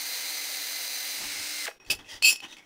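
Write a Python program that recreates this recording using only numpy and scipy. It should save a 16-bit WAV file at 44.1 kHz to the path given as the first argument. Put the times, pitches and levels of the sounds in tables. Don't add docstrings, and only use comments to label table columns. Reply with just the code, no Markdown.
import sys
import numpy as np
from scipy import signal
from scipy.fft import rfft, irfft, next_fast_len
from scipy.io import wavfile

SR = 44100
rng = np.random.default_rng(int(sys.argv[2]) if len(sys.argv) > 2 else 0)


def wav_out(sig):
    wavfile.write(sys.argv[1], SR, np.round(np.clip(np.atleast_2d(sig).T, -1, 1) * 32767).astype(np.int16))


N = 116865
TIME = np.arange(N) / SR
GEAR_TEETH, BRAKE_AT_S = 7, 1.651

# t/s, f/Hz (turns a second)
MOTOR_SPEED = [(0.0, 293.7), (0.14, 294.4), (0.18, 292.1), (0.39, 293.5), (0.45, 291.5), (0.55, 292.5),
               (0.76, 292.1), (0.96, 290.6), (1.06, 292.6), (1.17, 286.3), (1.24, 294.1), (1.31, 291.5),
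               (1.43, 298.8), (1.5, 301.0), (1.57, 302.0), (1.61, 298.7), (1.65, 289.9)]
def drill(brake_s=.038, pull_at_s=1.136, pull_s=0.1, jitter=0.00088):
    braking = np.clip((TIME - BRAKE_AT_S) / brake_s, 0, 1)
    free = np.clip((TIME - pull_at_s) / pull_s, 0, 1)
    speed = np.interp(TIME, *np.transpose(MOTOR_SPEED)) * (1 - braking)
    angle = 2 * np.pi * np.cumsum(speed * (1 + jitter * drift(27))) / SR
    return whine(speed, angle, free, braking) + gear_rattle(angle, free)


# multiple of the speed, level in the hole/dB, level running free/dB
MOTOR_TONES = [(1, -65, -60), (2, -70, -66), (7, -50.5, -52), (13, -60, -54), (14, -46, -50.5),
               (16, -59, -56), (17, -58, -51), (21, -48, -53), (22, -59, -62), (28, -64, -55),
               (29, -65, -62), (34, -66, -65), (35, -68, -65)]
# t/s, extra level/dB
GEAR_TONE_SWELL = [(1.57, 0), (1.62, 8), (1.647, 9), (1.654, 12), (1.667, 8), (1.68, 0)]
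def whine(speed, angle, free, braking, flutter_db=2.04):
    out, swell_db = 0, np.interp(TIME, *np.transpose(GEAR_TONE_SWELL))
    for multiple, hole_db, free_db in MOTOR_TONES:
        level_db = hole_db + free * (free_db - hole_db) + flutter_db * drift(14)
        level_db += swell_db * (multiple == GEAR_TEETH)
        fade = np.clip(multiple * speed / speed.max(), 0, 1) ** 2 * np.sqrt(1 - braking)
        tone = np.sqrt(2) * np.sin(multiple * angle + rng.uniform(0, 2 * np.pi))
        out += from_db(level_db) * fade * tone
    return out


# f/Hz, relative level/dB
HOLE_COLOUR = [(240, -34), (400, -21.5), (474, -13.5), (635, -15), (775, -10.5), (877, -16.5), (976, -12.5),
               (1070, -19), (1250, -14), (1890, -7.5), (2110, -3.5), (2490, -7), (3390, -10), (4080, -1.5),
               (4340, -3.5), (4830, -2), (5220, -9), (6000, -6.5), (7670, -12), (9660, -8), (10400, -15.5),
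               (11400, -13), (12500, -18.5), (14000, -5.5), (15800, -17)]
FREE_COLOUR = [(240, -49), (400, -21), (481, -18), (536, -14.5), (588, -16), (740, -14.5), (863, -13.5),
               (932, -17), (1010, -16), (1160, -16.5), (1390, -8), (1890, -6), (2170, -3), (2490, -5.5),
               (2690, -4.5), (3290, -9), (4080, -3.5), (6380, -6.5), (7670, -10), (8410, -7.5),
               (12700, -17.5), (14600, -9.5), (15800, -18)]
def gear_rattle(angle, free, tooth_depth=0.22, turn_depth=0.04, fall_db_per_s=303):
    pulse = 1 + tooth_depth * np.cos(GEAR_TEETH * angle) + turn_depth * np.cos(angle)
    contacts = rng.standard_normal(N) * pulse * from_db(0.88 * drift(200))
    treble_hollow = signal.iirnotch(12800, Q=42, fs=SR)
    contacts = low_cut(signal.lfilter(*treble_hollow, contacts), hz=307)
    in_hole = (1 - free) * from_db(-34.5) * colour(contacts, HOLE_COLOUR)
    in_air = free * from_db(-35.5) * colour(contacts, FREE_COLOUR)
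    return (in_hole + in_air) * from_db(-fall_db_per_s * np.maximum(TIME - BRAKE_AT_S, 0))


def bit_rub():
    loudness = from_db(-44) * stroke(start=1.23, rise=0.054, hold=0.071, fall_db_per_s=150)
    return loudness * band(hz=2220, width_hz=120)


# t/s, level/dB, centre f/Hz, time to fade by 60 dB/s
CHUCK_CLACKS = [(1.6546, -29, 5800, 0.018), (1.668, -30, 1930, 0.02), (1.677, -27.5, 1680, 0.055),
                (1.6827, -34.5, 506, 0.059), (1.712, -33.5, 1490, 0.018)]
# t/s, f/Hz, level/dB, time to fade by 60 dB/s
STEEL_RINGS = [(1.69, 2540, -50.5, .3), (1.69, 5604, -56, 0.36), (1.69, 813, -51.5, 0.24),
               (1.801, 2530, -51, 0.14), (1.8, 5604, -58, 0.38)]
def chuck():
    clacks = sum(from_db(db) * blow(t, fade) * band(hz, 0.87 * hz) for t, db, hz, fade in CHUCK_CLACKS)
    rings = sum(from_db(db) * blow(t, fade) * np.sin(2 * np.pi * hz * TIME)
                for t, hz, db, fade in STEEL_RINGS)
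    return low_cut(clacks, hz=355) + rings


# f/Hz, width/Hz, relative level in shove 1/dB, in shove 2/dB,
# delay as a share of rise plus hold (below zero, the note ends early instead)
PLATE_NOTES = [(2576, 12, -2, 2, 0), (2665, 35, -8, -9, .05), (2857, 35, -18, -14, .1),
               (3100, 35, -20, -14, 0), (4360, 18, -28, -6, -.15), (4695, 35, -8, -11, 0),
               (5118, 30, -7, -12, .05), (5330, 130, -14, -20, .4), (5790, 25, -18, -16, .3),
               (7030, 70, -24, -15, .3), (7395, 30, -24, -9, .1), (8005, 35, -25, -21, 0),
               (8880, 80, -15, -18, .25), (10245, 22, -15, -13, .3), (10610, 60, -22, -19, .1),
               (11850, 90, -18, -24, .2), (12480, 50, -22, -21, .15), (12850, 90, -19, -26, .2),
               (14000, 40, -32, -27, .3), (14800, 40, -22, -19, .15), (15290, 60, -27, -22, .1)]
# t/s, rise/s, hold/s, fall/(dB/s), squeal level/dB, grit level/dB
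PLATE_SHOVES = [(1.899, 0.0032, 0.012, 697, -24, -28), (2.22, .028, 0.046, 609, -18, -30)]
# f/Hz, relative level/dB
GRIT_COLOUR = [(150, -19), (400, -3), (1200, -8.5), (2100, -4), (3000, 11), (4000, 1.5), (5400, 5.5),
               (6500, 0.5), (9300, -2.5), (11300, -8), (15500, -11)]
def screeches(steadiness=.85, flutter_db=2.2, grit_lag_s=0.0072):
    squeal, unevenness = 0, np.sqrt(chatter())
    for hz, width_hz, *levels_db, delay in PLATE_NOTES:
        ring = signal.hilbert(resonate(slips(), hz, width_hz), next_fast_len(N))[:N]
        steady = ring.real / (np.abs(ring) + .014) ** steadiness
        note = resonate(steady, hz, width_hz=170)
        note = rms_one(note * from_db(flutter_db * drift(73)))
        for (t, rise, hold, fall, squeal_db, _), db in zip(PLATE_SHOVES, levels_db):
            shift = delay * (rise + hold)
            loudness = stroke(t + max(shift, 0), rise, hold + min(shift, 0), fall)
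            squeal += from_db(squeal_db + db) * loudness * note
    squeal = low_cut(squeal, hz=2120)
    grit_loudness = sum(from_db(db) * stroke(t, rise, hold + grit_lag_s, fall)
                        for t, rise, hold, fall, _, db in PLATE_SHOVES)
    return (squeal + grit_loudness * colour(slips(), GRIT_COLOUR)) * unevenness


# t/s, level/dB, treble tilt/(dB/octave)
PLATE_TAPS = [(1.849, -53, -1), (1.863, -51, -2), (1.9007, -28.5, -20), (1.9236, -43, 5), (1.95, -44, 4),
              (1.99, -49, -10), (2.045, -50, -16), (2.2242, -21, -0.5), (2.311, -30, -9), (2.326, -25.5, 3),
              (2.359, -34.5, -0.5), (2.403, -37.5, -4), (2.4482, -38.5, -19), (2.527, -44.5, -5),
              (2.568, -48.5, -1.5), (2.585, -51, -2)]
def taps(crack_db=-3):
    out, lowest_hz = 0, PLATE_NOTES[0][0]
    for t, db, tilt in PLATE_TAPS:
        age = np.arange(N - int(t * SR))[:SR // 4] / SR
        ring = sum(from_db(note_db + tilt * np.log2(hz / lowest_hz))
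                   * np.sin(2 * np.pi * hz * age + rng.uniform(0, 2 * np.pi))
                   for hz, _, _, note_db, _ in PLATE_NOTES)
        ring = np.pad(ring, (int(t * SR), N))[:N]
        tilted = [(hz, grit_db + tilt * max(np.log2(hz / lowest_hz), 0)) for hz, grit_db in GRIT_COLOUR]
        crack = from_db(crack_db) * noise(tilted)
        out += from_db(db) * (ring * blow(t, fade_s=0.054) + crack * blow(t, fade_s=0.018))
    return out


# t/s, rise/s, hold/s, fall/(dB/s), rub level/dB, thud level/dB, squeak f/Hz, squeak level/dB
SOFT_SLIDES = [(1.796, .005, 0.017, 150, -67, -60, 2530, -72),
               (1.859, 0.016, 0.012, 300, -56.5, -68, 4600, -59),
               (1.897, 0.0033, 0.027, 403, -52, -47.5, 406, -46),
               (1.987, 0.0032, 0.0051, 251, -53.5, -50, 3320, -53),
               (2.042, 0.027, 0.025, 200, -58, -74, 2600, -56),
               (2.079, 0.028, 0.045, 360, -43, -62, 4790, -49.5),
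               (2.263, 0.052, 0.016, 374, -43.5, -51, 5350, -34.5),
               (2.414, 0.029, 0.0086, 598, -46.5, -46, 2970, -41),
               (2.44, 0.082, 0.011, 500, -67, -68, 3690, -51.5),
               (2.464, 0.066, 0.0073, 459, -50.5, -61, 6100, -58.5),
               (2.566, 0.0024, 0.013, 130, -57.5, -61, 2220, -56)]
# t/s, rise/s, hold/s, fall/(dB/s), rumble level/dB, thud level/dB
BENCH_BUMPS = [(1.162, .06, 0.026, 298, -65, -45.5), (1.236, 0.027, 0.018, 302, -61, -78),
               (1.304, 0.058, 0.058, 205, -64.5, -53.5), (1.861, .035, 0.023, 140, -47, -68),
               (2.112, 0.034, .015, 191, -61, -59.5)]
# f/Hz, relative level/dB
RUB_COLOUR = [(350, -41), (600, -7.5), (642, -12), (727, -49), (892, -6), (1240, -28), (1500, -10),
              (1720, -18), (1920, 3), (2260, -17), (3270, 0), (4130, -13), (4800, -13), (5660, -6),
              (6150, -9.5), (6860, -14.5), (8190, -19), (9650, -17.5), (11700, -28), (12500, -27),
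              (15800, -25)]
THUD_COLOUR = [(60, -18), (170, -8.5), (310, 1), (480, -11.5), (620, -16), (800, -1), (1100, -8.5),
               (2000, -8), (6000, -45)]
RUMBLE_COLOUR = [(20, 0.5), (45, -7.5), (90, 3.5), (140, -12), (300, -11), (1000, -36)]
def slides_and_bumps():
    rub, thud, rumble = colour(slips(), RUB_COLOUR), noise(THUD_COLOUR), noise(RUMBLE_COLOUR)
    slides = 0
    for *shape, rub_db, thud_db, hz, squeak_db in SOFT_SLIDES:
        squeak = from_db(squeak_db) * resonate(slips(), hz, width_hz=130)
        slides += stroke(*shape) * (from_db(rub_db) * rub + from_db(thud_db) * thud + squeak)
    bumps = sum(stroke(*shape) * (from_db(rumble_db) * rumble + from_db(thud_db) * thud)
                for *shape, rumble_db, thud_db in BENCH_BUMPS)
    return slides * chatter() + bumps


def room_echo(x, level_db=-24.5):
    tail = dull(rng.standard_normal(N), hz=7000) * blow(0.012, fade_s=0.26)
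    return from_db(level_db) * signal.fftconvolve(x, tail / np.linalg.norm(tail))[:N]


# f/Hz, relative level/dB
HUSH_COLOUR = [(20, 0.5), (90, -9.5), (180, -6), (320, 3), (900, -10), (3000, -12), (8000, -27),
               (16000, -28)]
def hush(level_db=-63.5):
    return from_db(level_db) * noise(HUSH_COLOUR)


def slips(per_s=5000, spread_db=3.0):
    sizes = from_db(spread_db * np.minimum(rng.exponential(1, N), 4)) * rng.choice([-1, 1], N)
    return sizes * (rng.random(N) < per_s / SR)


def chatter(depth_db=1):
    return from_db(depth_db * drift(130))


def stroke(start, rise, hold, fall_db_per_s):
    falling_s = np.maximum(TIME - start - rise - hold, 0)
    return np.clip((TIME - start) / rise, 0, 1) * from_db(-fall_db_per_s * falling_s)


def blow(start, fade_s):
    return (TIME >= start) * np.exp(-np.log(1000) * np.maximum(TIME - start, 0) / fade_s)


def drift(hz):
    return rms_one(dull(rng.standard_normal(N + SR), hz)[SR:])


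def noise(spectrum):
    return colour(rng.standard_normal(N), spectrum)


def band(hz, width_hz):
    return resonate(resonate(rng.standard_normal(N), hz, width_hz), hz, width_hz)


def colour(x, spectrum):
    hz, db = np.transpose(spectrum)
    f = np.maximum(np.fft.rfftfreq(N, 1 / SR), 1)
    gain = from_db(np.interp(np.log(f), np.log(hz), db))
    return rms_one(irfft(rfft(x) * gain, N))


def resonate(x, hz, width_hz):
    r = np.exp(-np.pi * width_hz / SR)
    return rms_one(signal.lfilter([1, 0, -1], [1, -2 * r * np.cos(2 * np.pi * hz / SR), r * r], x))


def dull(x, hz):
    r = np.exp(-2 * np.pi * hz / SR)
    return signal.lfilter([1], [1, -2 * r, r * r], x)


def low_cut(x, hz):
    return signal.sosfilt(signal.butter(4, hz, "high", fs=SR, output="sos"), x)


def from_db(db):
    return 10 ** (np.asarray(db) / 20)


def rms_one(x):
    return x / np.sqrt(np.mean(x ** 2) + 1e-20)


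def scene():
    near = drill() + bit_rub() + chuck() + screeches() + taps() + slides_and_bumps()
    return (near + room_echo(near) + hush())[None]


def record(dry, dip_at_s=1.791, dip_width_s=.006, dip_db=-14, top_hz=15720):
    dip = from_db(dip_db * np.exp(-((TIME - dip_at_s) / dip_width_s) ** 2))
    return signal.sosfilt(signal.ellip(12, .1, 80, top_hz, fs=SR, output="sos"), dry * dip)


dry = scene()
out = record(dry)
wav_out(out)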